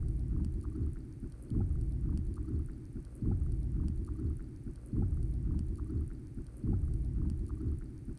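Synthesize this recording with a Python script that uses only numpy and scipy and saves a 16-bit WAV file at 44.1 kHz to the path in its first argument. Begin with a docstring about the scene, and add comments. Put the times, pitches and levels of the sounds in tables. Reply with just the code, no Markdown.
"""Underwater surge on a rocky shore

One surge of the sea starts abruptly, ebbs away and repeats as a loop. Its turbulence rumbles,
pockets of air and water churn, and muffled sloshes spin up a throbbing eddy. Bubbles ring by
volume resonance, singly as blips and in swarms as gurgle, trickle and fizz. Faint sharp snaps,
as of shrimp on the rocks, crackle over the steady hiss of the far sea."""
import sys
import numpy as np
from scipy import signal
from scipy.fft import rfft, irfft
from scipy.io import wavfile
from scipy.ndimage import uniform_filter1d

SR = 44100
rng = np.random.default_rng(int(sys.argv[2]) if len(sys.argv) > 2 else 0)


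def output_pcm(signal):
    """Save a mono or channel-first signal as 16-bit PCM at the path in sys.argv[1].

    Samples are clipped to [-1, 1] before scaling.
    """
    pcm = np.clip(np.atleast_2d(signal).T, -1, 1) * 32767
    wavfile.write(sys.argv[1], SR, np.round(pcm).astype(np.int16))


N = 360738
SIZE = 147456   # samples in the track of one surge
TIME = np.arange(SIZE) / SR
BINS_HZ = np.arange(SIZE // 2 + 1) * SR / SIZE
SURGE_START_S, SURGE_END_S = 1.512, 3.24   # on that track


def from_db(db):
    """Amplitude ratio of a level in decibels."""
    return 10 ** (np.asarray(db) / 20)


def unit_rms(x):
    """Normalisation to unit mean power."""
    return x / np.sqrt(np.mean(x ** 2) + 1e-20)


def coloured(x, spectrum):
    """Spectral shaping, with a further 24 dB per octave of roll-off beyond the table; rms 1."""
    hz, db = np.transpose(spectrum)
    bins = np.maximum(BINS_HZ, 1)
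    gain = from_db(np.interp(np.log(bins), np.log(hz), db))
    skirts = np.minimum(bins / hz[0], 1) * np.minimum(hz[-1] / bins, 1)
    return unit_rms(irfft(rfft(x) * gain * skirts ** 4))


def noise():
    """Gaussian white noise."""
    return rng.standard_normal(SIZE)


def drift(rate_hz):
    """Slow random fluctuation: noise low-passed at rate_hz; rms 1."""
    return unit_rms(irfft(rfft(noise()) / (1 + (BINS_HZ / rate_hz) ** 2)))


def evened(x, span_s):
    """Division by the running rms holds the power steady and keeps the faster flutter."""
    width = max(int(span_s * SR), 2)
    power = uniform_filter1d(uniform_filter1d(x ** 2, width), width)
    return x / np.sqrt(np.maximum(power, 1e-12))


def impulses(per_s, spread_db):
    """Shot noise: a Poisson train of clicks of random size and sign."""
    sizes = from_db(spread_db * np.minimum(rng.exponential(1, SIZE), 4))
    return sizes * rng.choice([-1, 1], SIZE) * (rng.random(SIZE) < per_s / SR)


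def split(x, hz):
    """Complementary crossover: the parts of x below and above hz."""
    low = signal.sosfiltfilt(signal.butter(3, hz, fs=SR, output="sos"), x)
    return low, x - low


def resonance(x, hz, width_hz):
    """Two-pole resonator with unit gain at its peak."""
    r = np.exp(-np.pi * width_hz / SR)
    feedback = [1, -2 * r * np.cos(2 * np.pi * hz / SR), r * r]
    return signal.lfilter(np.array([1, 0, -1]) * (1 - r * r) / 2, feedback, x)


def add(track, start_s, sound):
    """Superposition of a sound on the track."""
    part = track[round(start_s * SR):][:len(sound)]
    part += sound[:len(part)]


# Spectrum of the far sea: f/Hz, relative level/dB
FAR_SEA_SPECTRUM = [(400, -3.5), (1000, -2.5), (1800, 0.5), (2400, -3.5), (3000, -9), (3500, -11.5),
                    (4000, -10.5), (4480, -6.5), (5100, -10.5), (6000, -9.5), (7200, -12.5), (10000, -9.5),
                    (15000, -31)]

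def far_sea():
    """Ambient noise: the distant sea is a stationary broadband hiss."""
    return from_db(-75.5) * coloured(noise(), FAR_SEA_SPECTRUM)


# Flow between sloshes: t/s, rumble level/dB, churn level/dB
FLOW_LEVELS = [(1.52, -34, -49), (1.62, -31, -51.5), (1.7, -32, -48.5), (1.82, -32.5, -46.5),
               (2.0, -35.5, -48.5), (2.27, -35.5, -51), (2.37, -43.5, -48.5), (2.69, -40, -54.5),
               (2.78, -46, -49), (3.08, -46, -60.5), (3.2, -47.5, -50.5)]

def ebbing_flow():
    """Flow noise weakens as the surge ebbs; returns rumble power and churn power."""
    times, *levels = np.transpose(FLOW_LEVELS)
    return [from_db(np.interp(TIME, times, db)) ** 2 for db in levels]


# Spectrum of the turbulence: f/Hz, relative level/dB
RUMBLE_SPECTRUM = [(12, -20.5), (22, -6), (35, 0), (55, 0.5), (80, -2.5), (115, -2), (150, -7.5),
                   (190, -33), (260, -33)]

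def rumble(level_db, eddy_hz, unrest=0.7):
    """Pressure fluctuation: one large eddy throbs almost periodically amid broadband turbulence."""
    ebb_db = level_db - level_db.max()
    phase = 2 * np.pi * np.cumsum(eddy_hz) / SR
    in_phase = (1 + unrest * drift(rate_hz=14.8)) * np.sin(phase)
    quadrature = unrest * drift(rate_hz=24.5) * np.cos(phase)   # varies the timing of each turn
    eddy = evened(in_phase + quadrature, span_s=0.011)
    eddy *= from_db(-1 + 0.55 * ebb_db)   # the eddy breaks up as the flow ebbs
    deep, upper = split(coloured(noise(), RUMBLE_SPECTRUM), hz=48)
    deep *= from_db(0.15 * ebb_db)   # the deepest motion dies first
    turbulence = from_db(-2) * evened(deep + upper, span_s=0.084)
    return from_db(level_db) * evened(eddy + turbulence, span_s=0.058)


# Spectrum of the thuds: f/Hz, relative level/dB
CHURN_SPECTRUM = [(110, -29.5), (170, 3.5), (210, -1.5), (245, 1), (275, -1), (310, 3), (350, -1.5),
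                  (400, -10.5), (450, -10.5), (520, -39), (700, -48)]

def churn(level_db, tilt_db, muffle_hz=428.6):
    """Random impacts: pockets of air and water knock about in dense, muffled thuds."""
    thuds = coloured(impulses(per_s=600, spread_db=1), CHURN_SPECTRUM)
    lower, upper = split(thuds, hz=238)
    tilted = evened(lower + from_db(tilt_db - 3.5) * upper, span_s=0.017)
    muffle = signal.butter(7, muffle_hz, fs=SR, output="sos")
    return signal.sosfiltfilt(muffle, from_db(level_db) * tilted)


# Single bubbles: t/s at the peak, peak level/dB, f/Hz, swell time/ms
BUBBLE_BLIPS = [(1.517, -28.5, 214, 4), (1.5508, -54, 1140, 1.5), (1.5675, -32, 285, 4.24),
                (1.608, -46.5, 806, 3.68), (1.616, -54.5, 1345, 2.8), (1.711, -61.5, 1210, 2.7),
                (1.757, -56, 1263, 1.72), (2.094, -55, 1188, 1.82), (2.132, -55.5, 942, 1.53),
                (2.147, -30.5, 180.6, 3.7), (2.175, -55.5, 2840, 0.54), (2.1767, -53.5, 1110, .5),
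                (2.192, -31, 184.3, 4.45), (2.372, -54.5, 1260, 4.08), (2.381, -46, 1195, 0.97),
                (2.451, -64.5, 1154, 6.2), (2.483, -66, 4450, 1.3), (2.486, -60.5, 1330, 6),
                (2.562, -68, 4370, 2), (2.597, -60, 1252, 1.83), (2.688, -55.5, 1422, 1.9),
                (2.6977, -51.5, 1486, .5), (2.7345, -66, 4520, 1.3), (2.958, -40, 243.2, 4.5),
                (2.972, -61, 1426, 1.8), (3.0698, -59, 1354, 1.3), (3.212, -69.5, 4370, 1.4)]

def bubbles(rise=0.03, wobble=0.047):
    """Volume resonance: each bubble rings under a Gaussian envelope, its pitch wobbling and rising."""
    out = np.zeros(SIZE)
    t = np.arange(-SR // 40, SR // 40) / SR
    for peak_s, db, hz, swell_ms in BUBBLE_BLIPS:
        age = t / (swell_ms / 1000)
        period = round(SR / hz)
        jitter = uniform_filter1d(rng.standard_normal(len(t)), period)
        jitter = unit_rms(uniform_filter1d(jitter, 2 * period))
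        phase = 2 * np.pi * np.cumsum(hz * (1 + rise * age + wobble * jitter)) / SR
        add(out, peak_s + t[0], from_db(db) * np.exp(-age ** 2) * np.sin(phase))
    return out


# Sloshes: t/s, duration/s, churn level/dB, rumble level/dB, relative treble tilt/dB
SLOSH_EVENTS = [(1.529, .088, -36.5, -37.5, 7), (1.961, 0.024, -51.5, -32, 1),
                (2.017, .15, -41, -35.5, -6.5), (2.268, 0.044, -45, -35.5, 3), (2.381, 0.033, -46, -34, 11),
                (2.465, 0.0764, -40, -40, 0.5), (2.522, 0.093, -45, -33.5, 6.5),
                (2.687, 0.024, -47, -45.5, 10), (2.943, 0.044, -43.5, -39.5, -5.5)]

def sloshes(attack_s=0.02322, release_s=0.0214):
    """Incoherent sources add in power; returns churn power, rumble power and power-weighted tilt."""
    churn_power = rumble_power = weighted_tilt = 0
    for start_s, length_s, churn_db, rumble_db, tilt_db in SLOSH_EVENTS:
        age = TIME - start_s
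        envelope = np.clip(age / attack_s, 0, 1) * np.exp(-np.clip((age - length_s) / release_s, 0, 20))
        power = (from_db(churn_db) * envelope) ** 2
        churn_power += power
        rumble_power += (from_db(rumble_db) * envelope) ** 2
        weighted_tilt += tilt_db * power
    return churn_power, rumble_power, weighted_tilt


def eddy_pitch(slosh_power, rest_hz=60.88, spin_hz=72.49, lag_s=0.1):
    """Inertia: a slosh spins the eddy up with a first-order lag, and it then runs down again."""
    r = np.exp(-1 / (lag_s * SR))
    drive = slosh_power / slosh_power.max()
    return rest_hz + spin_hz * signal.lfilter([1 - r], [1, -r], drive)


# Drive of the swarms, one row each for gurgle, low trickle, high trickle and fizz:
# relative level/dB at rest, from the full flow, from full aeration, from the full inrush
SWARM_DRIVE = [(-73, -83, -67.5, -60.5), (-79, -70.5, -72, -88), (-78.5, -97, -69, -74),
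               (-83.5, -85.5, -100, -78.5)]

def swarm_gains(flow_power, slosh_power, half_aerated_db=-39.5, patchy_db=1):
    """Power summation: flow, sloshes and inrush stir each swarm, whose level also drifts by chance."""
    flow = flow_power / flow_power.max()
    aeration = slosh_power / (slosh_power + from_db(half_aerated_db) ** 2)
    inrush = np.clip((TIME - 2.997) / 0.17, 0, 1) ** 2   # water gathers ahead of the next surge
    powers = from_db(SWARM_DRIVE) ** 2 @ np.array([np.ones(SIZE), flow, aeration, inrush])
    return [np.sqrt(power) * from_db(patchy_db * drift(rate_hz=17)) for power in powers]


def swarm(spectrum, per_s):
    """Bubbles of about one size, excited at random, ring in one band; rms near 1."""
    return evened(coloured(impulses(per_s, spread_db=4.5), spectrum), span_s=0.18)


# Spectra of the swarms, largest bubbles first: f/Hz, relative level/dB
GURGLE_SPECTRUM = [(380, -7), (480, -1.5), (570, -5), (680, -14), (850, -28)]
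LOW_TRICKLE_SPECTRUM = [(600, 5.5), (720, 2.5), (800, 2.5), (880, 1), (1000, -15.5)]
HIGH_TRICKLE_SPECTRUM = [(900, -11), (1130, -4.5), (1270, -4), (1380, -7), (1500, -5), (1800, -20.5),
                         (2400, -27.5)]
FIZZ_SPECTRUM = [(6800, -32), (7800, -9), (8500, 4), (9000, 0.5), (9600, 3), (10100, -12.5), (11000, -9.5),
                 (12000, -12), (13500, -24), (15000, -27.5)]

def bubble_swarms(gurgle_gain, low_gain, high_gain, fizz_gain):
    """Resonant frequency rises as radius falls: four sizes of bubble fill four bands."""
    gurgle = gurgle_gain * from_db(-5.5) * swarm(GURGLE_SPECTRUM, per_s=930)
    low_trickle = low_gain * from_db(-2) * swarm(LOW_TRICKLE_SPECTRUM, per_s=670)
    high_trickle = high_gain * from_db(-3) * swarm(HIGH_TRICKLE_SPECTRUM, per_s=1100)
    fizz = fizz_gain * from_db(-1.5) * coloured(impulses(per_s=2700, spread_db=-0.5), FIZZ_SPECTRUM)
    return gurgle + low_trickle + high_trickle + fizz


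# Resonances of every snap: f/Hz, bandwidth/Hz, relative level/dB
SNAP_RESONANCES = [(3020, 320, 4), (4470, 310, 5.5), (5540, 1300, -3.5), (8740, 800, 5), (10320, 960, 1),
                   (14600, 740, -21.5)]

def snap(edge_hz, decay_s=0.0008):
    """Cavity collapse: the rock scatters the pulse into a millisecond of bright ringing; peak 1."""
    t = TIME[:SR // 100]
    burst = rng.standard_normal(len(t)) * np.exp(-t / decay_s)
    burst = signal.sosfilt(signal.butter(8, edge_hz, "high", fs=SR, output="sos"), burst)
    ring = sum((-1) ** k * from_db(db) * resonance(burst, hz, width_hz)
               for k, (hz, width_hz, db) in enumerate(SNAP_RESONANCES))
    return ring / np.abs(ring).max()


# Near snaps: t/s, relative peak level/dB, f/Hz of the lower band edge
NEAR_SNAPS = [(1.6648, -61.5, 8500), (1.693, -57, 6360), (1.727, -57.5, 8800), (1.8122, -51, 3670),
              (1.9226, -56, 3660), (2.0106, -55.5, 7460), (2.1746, -45, 5070), (2.2512, -58, 6660),
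              (2.2678, -58, 4000), (2.34, -52.5, 3840), (2.356, -56, 3820), (2.361, -59.5, 6440),
              (2.4278, -60, 8000), (2.455, -60, 7500), (2.6614, -51, 7100), (2.7167, -58.5, 8000),
              (2.8537, -55.5, 3830), (3.027, -60, 7500), (3.0499, -52, 3200), (3.1526, -50, 7700),
              (3.1638, -54, 7850), (3.231, -49.5, 3130)]

def shrimp(near_gain_db=1, far_db=-69, spread_db=11):
    """Superposed transients: near snaps at set times crackle over many far ones at random times."""
    out = np.zeros(SIZE)
    for start_s, db, edge_hz in NEAR_SNAPS:
        add(out, start_s, from_db(db + near_gain_db) * snap(edge_hz))
    for when, size, colour in rng.random(size=(90, 3)):
        start_s = SURGE_START_S + when * (SURGE_END_S - SURGE_START_S)
        add(out, start_s, from_db(far_db + spread_db * size ** 2) * snap(edge_hz=4000 + 5000 * colour))
    return out


# Start of each pass of the surge in the output: t/s
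PASS_STARTS_S = [-.2159, 1.512, 3.2203, 4.9287, 6.637]

def looped(surge, crossfade_s=0.004):
    """Repetition: each pass starts the same surge afresh and crossfades out the one before."""
    out, t = np.zeros(N), np.arange(N) / SR
    for start, end in zip(PASS_STARTS_S, PASS_STARTS_S[1:] + [np.inf]):
        window = np.clip(np.minimum(t - start, end - t) / crossfade_s + 0.5, 0, 1)
        source = np.clip(np.arange(N) + round((SURGE_START_S - start) * SR), 0, SIZE - 1)
        out += np.sin(np.pi / 2 * window) ** 2 * surge[source]
    return out


def scene(flow_tilt_db=4.5, onset_s=0.006):
    """Linear superposition of moving water, bubbles, snaps and the far sea, looped in one channel."""
    flow_rumble, flow_churn = ebbing_flow()
    slosh_churn, slosh_rumble, slosh_tilt = sloshes()
    rumble_db, churn_db = 10 * np.log10([flow_rumble + slosh_rumble, flow_churn + slosh_churn])
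    tilt_db = (flow_tilt_db * flow_churn + slosh_tilt) / (flow_churn + slosh_churn)
    onset = np.sin(np.pi / 2 * np.clip((TIME - SURGE_START_S) / onset_s, 0, 1)) ** 2
    water = rumble(rumble_db, eddy_pitch(slosh_churn)) + churn(churn_db, tilt_db)
    blips_and_snaps = bubbles() + shrimp()
    hiss = far_sea()
    swarms = bubble_swarms(*swarm_gains(flow_rumble, slosh_churn))
    return looped(onset * water + swarms + blips_and_snaps + hiss)[None]


def record(dry):
    """Band limiting: after a 4 ms fade-in, a steep low-pass is 60 dB down from 15.5 kHz."""
    fade_in = np.minimum(np.arange(N) / (0.004 * SR), 1)
    return signal.sosfilt(signal.cheby2(14, 60, 15500, fs=SR, output="sos"), dry * fade_in)


dry = scene()
out = record(dry)
output_pcm(out)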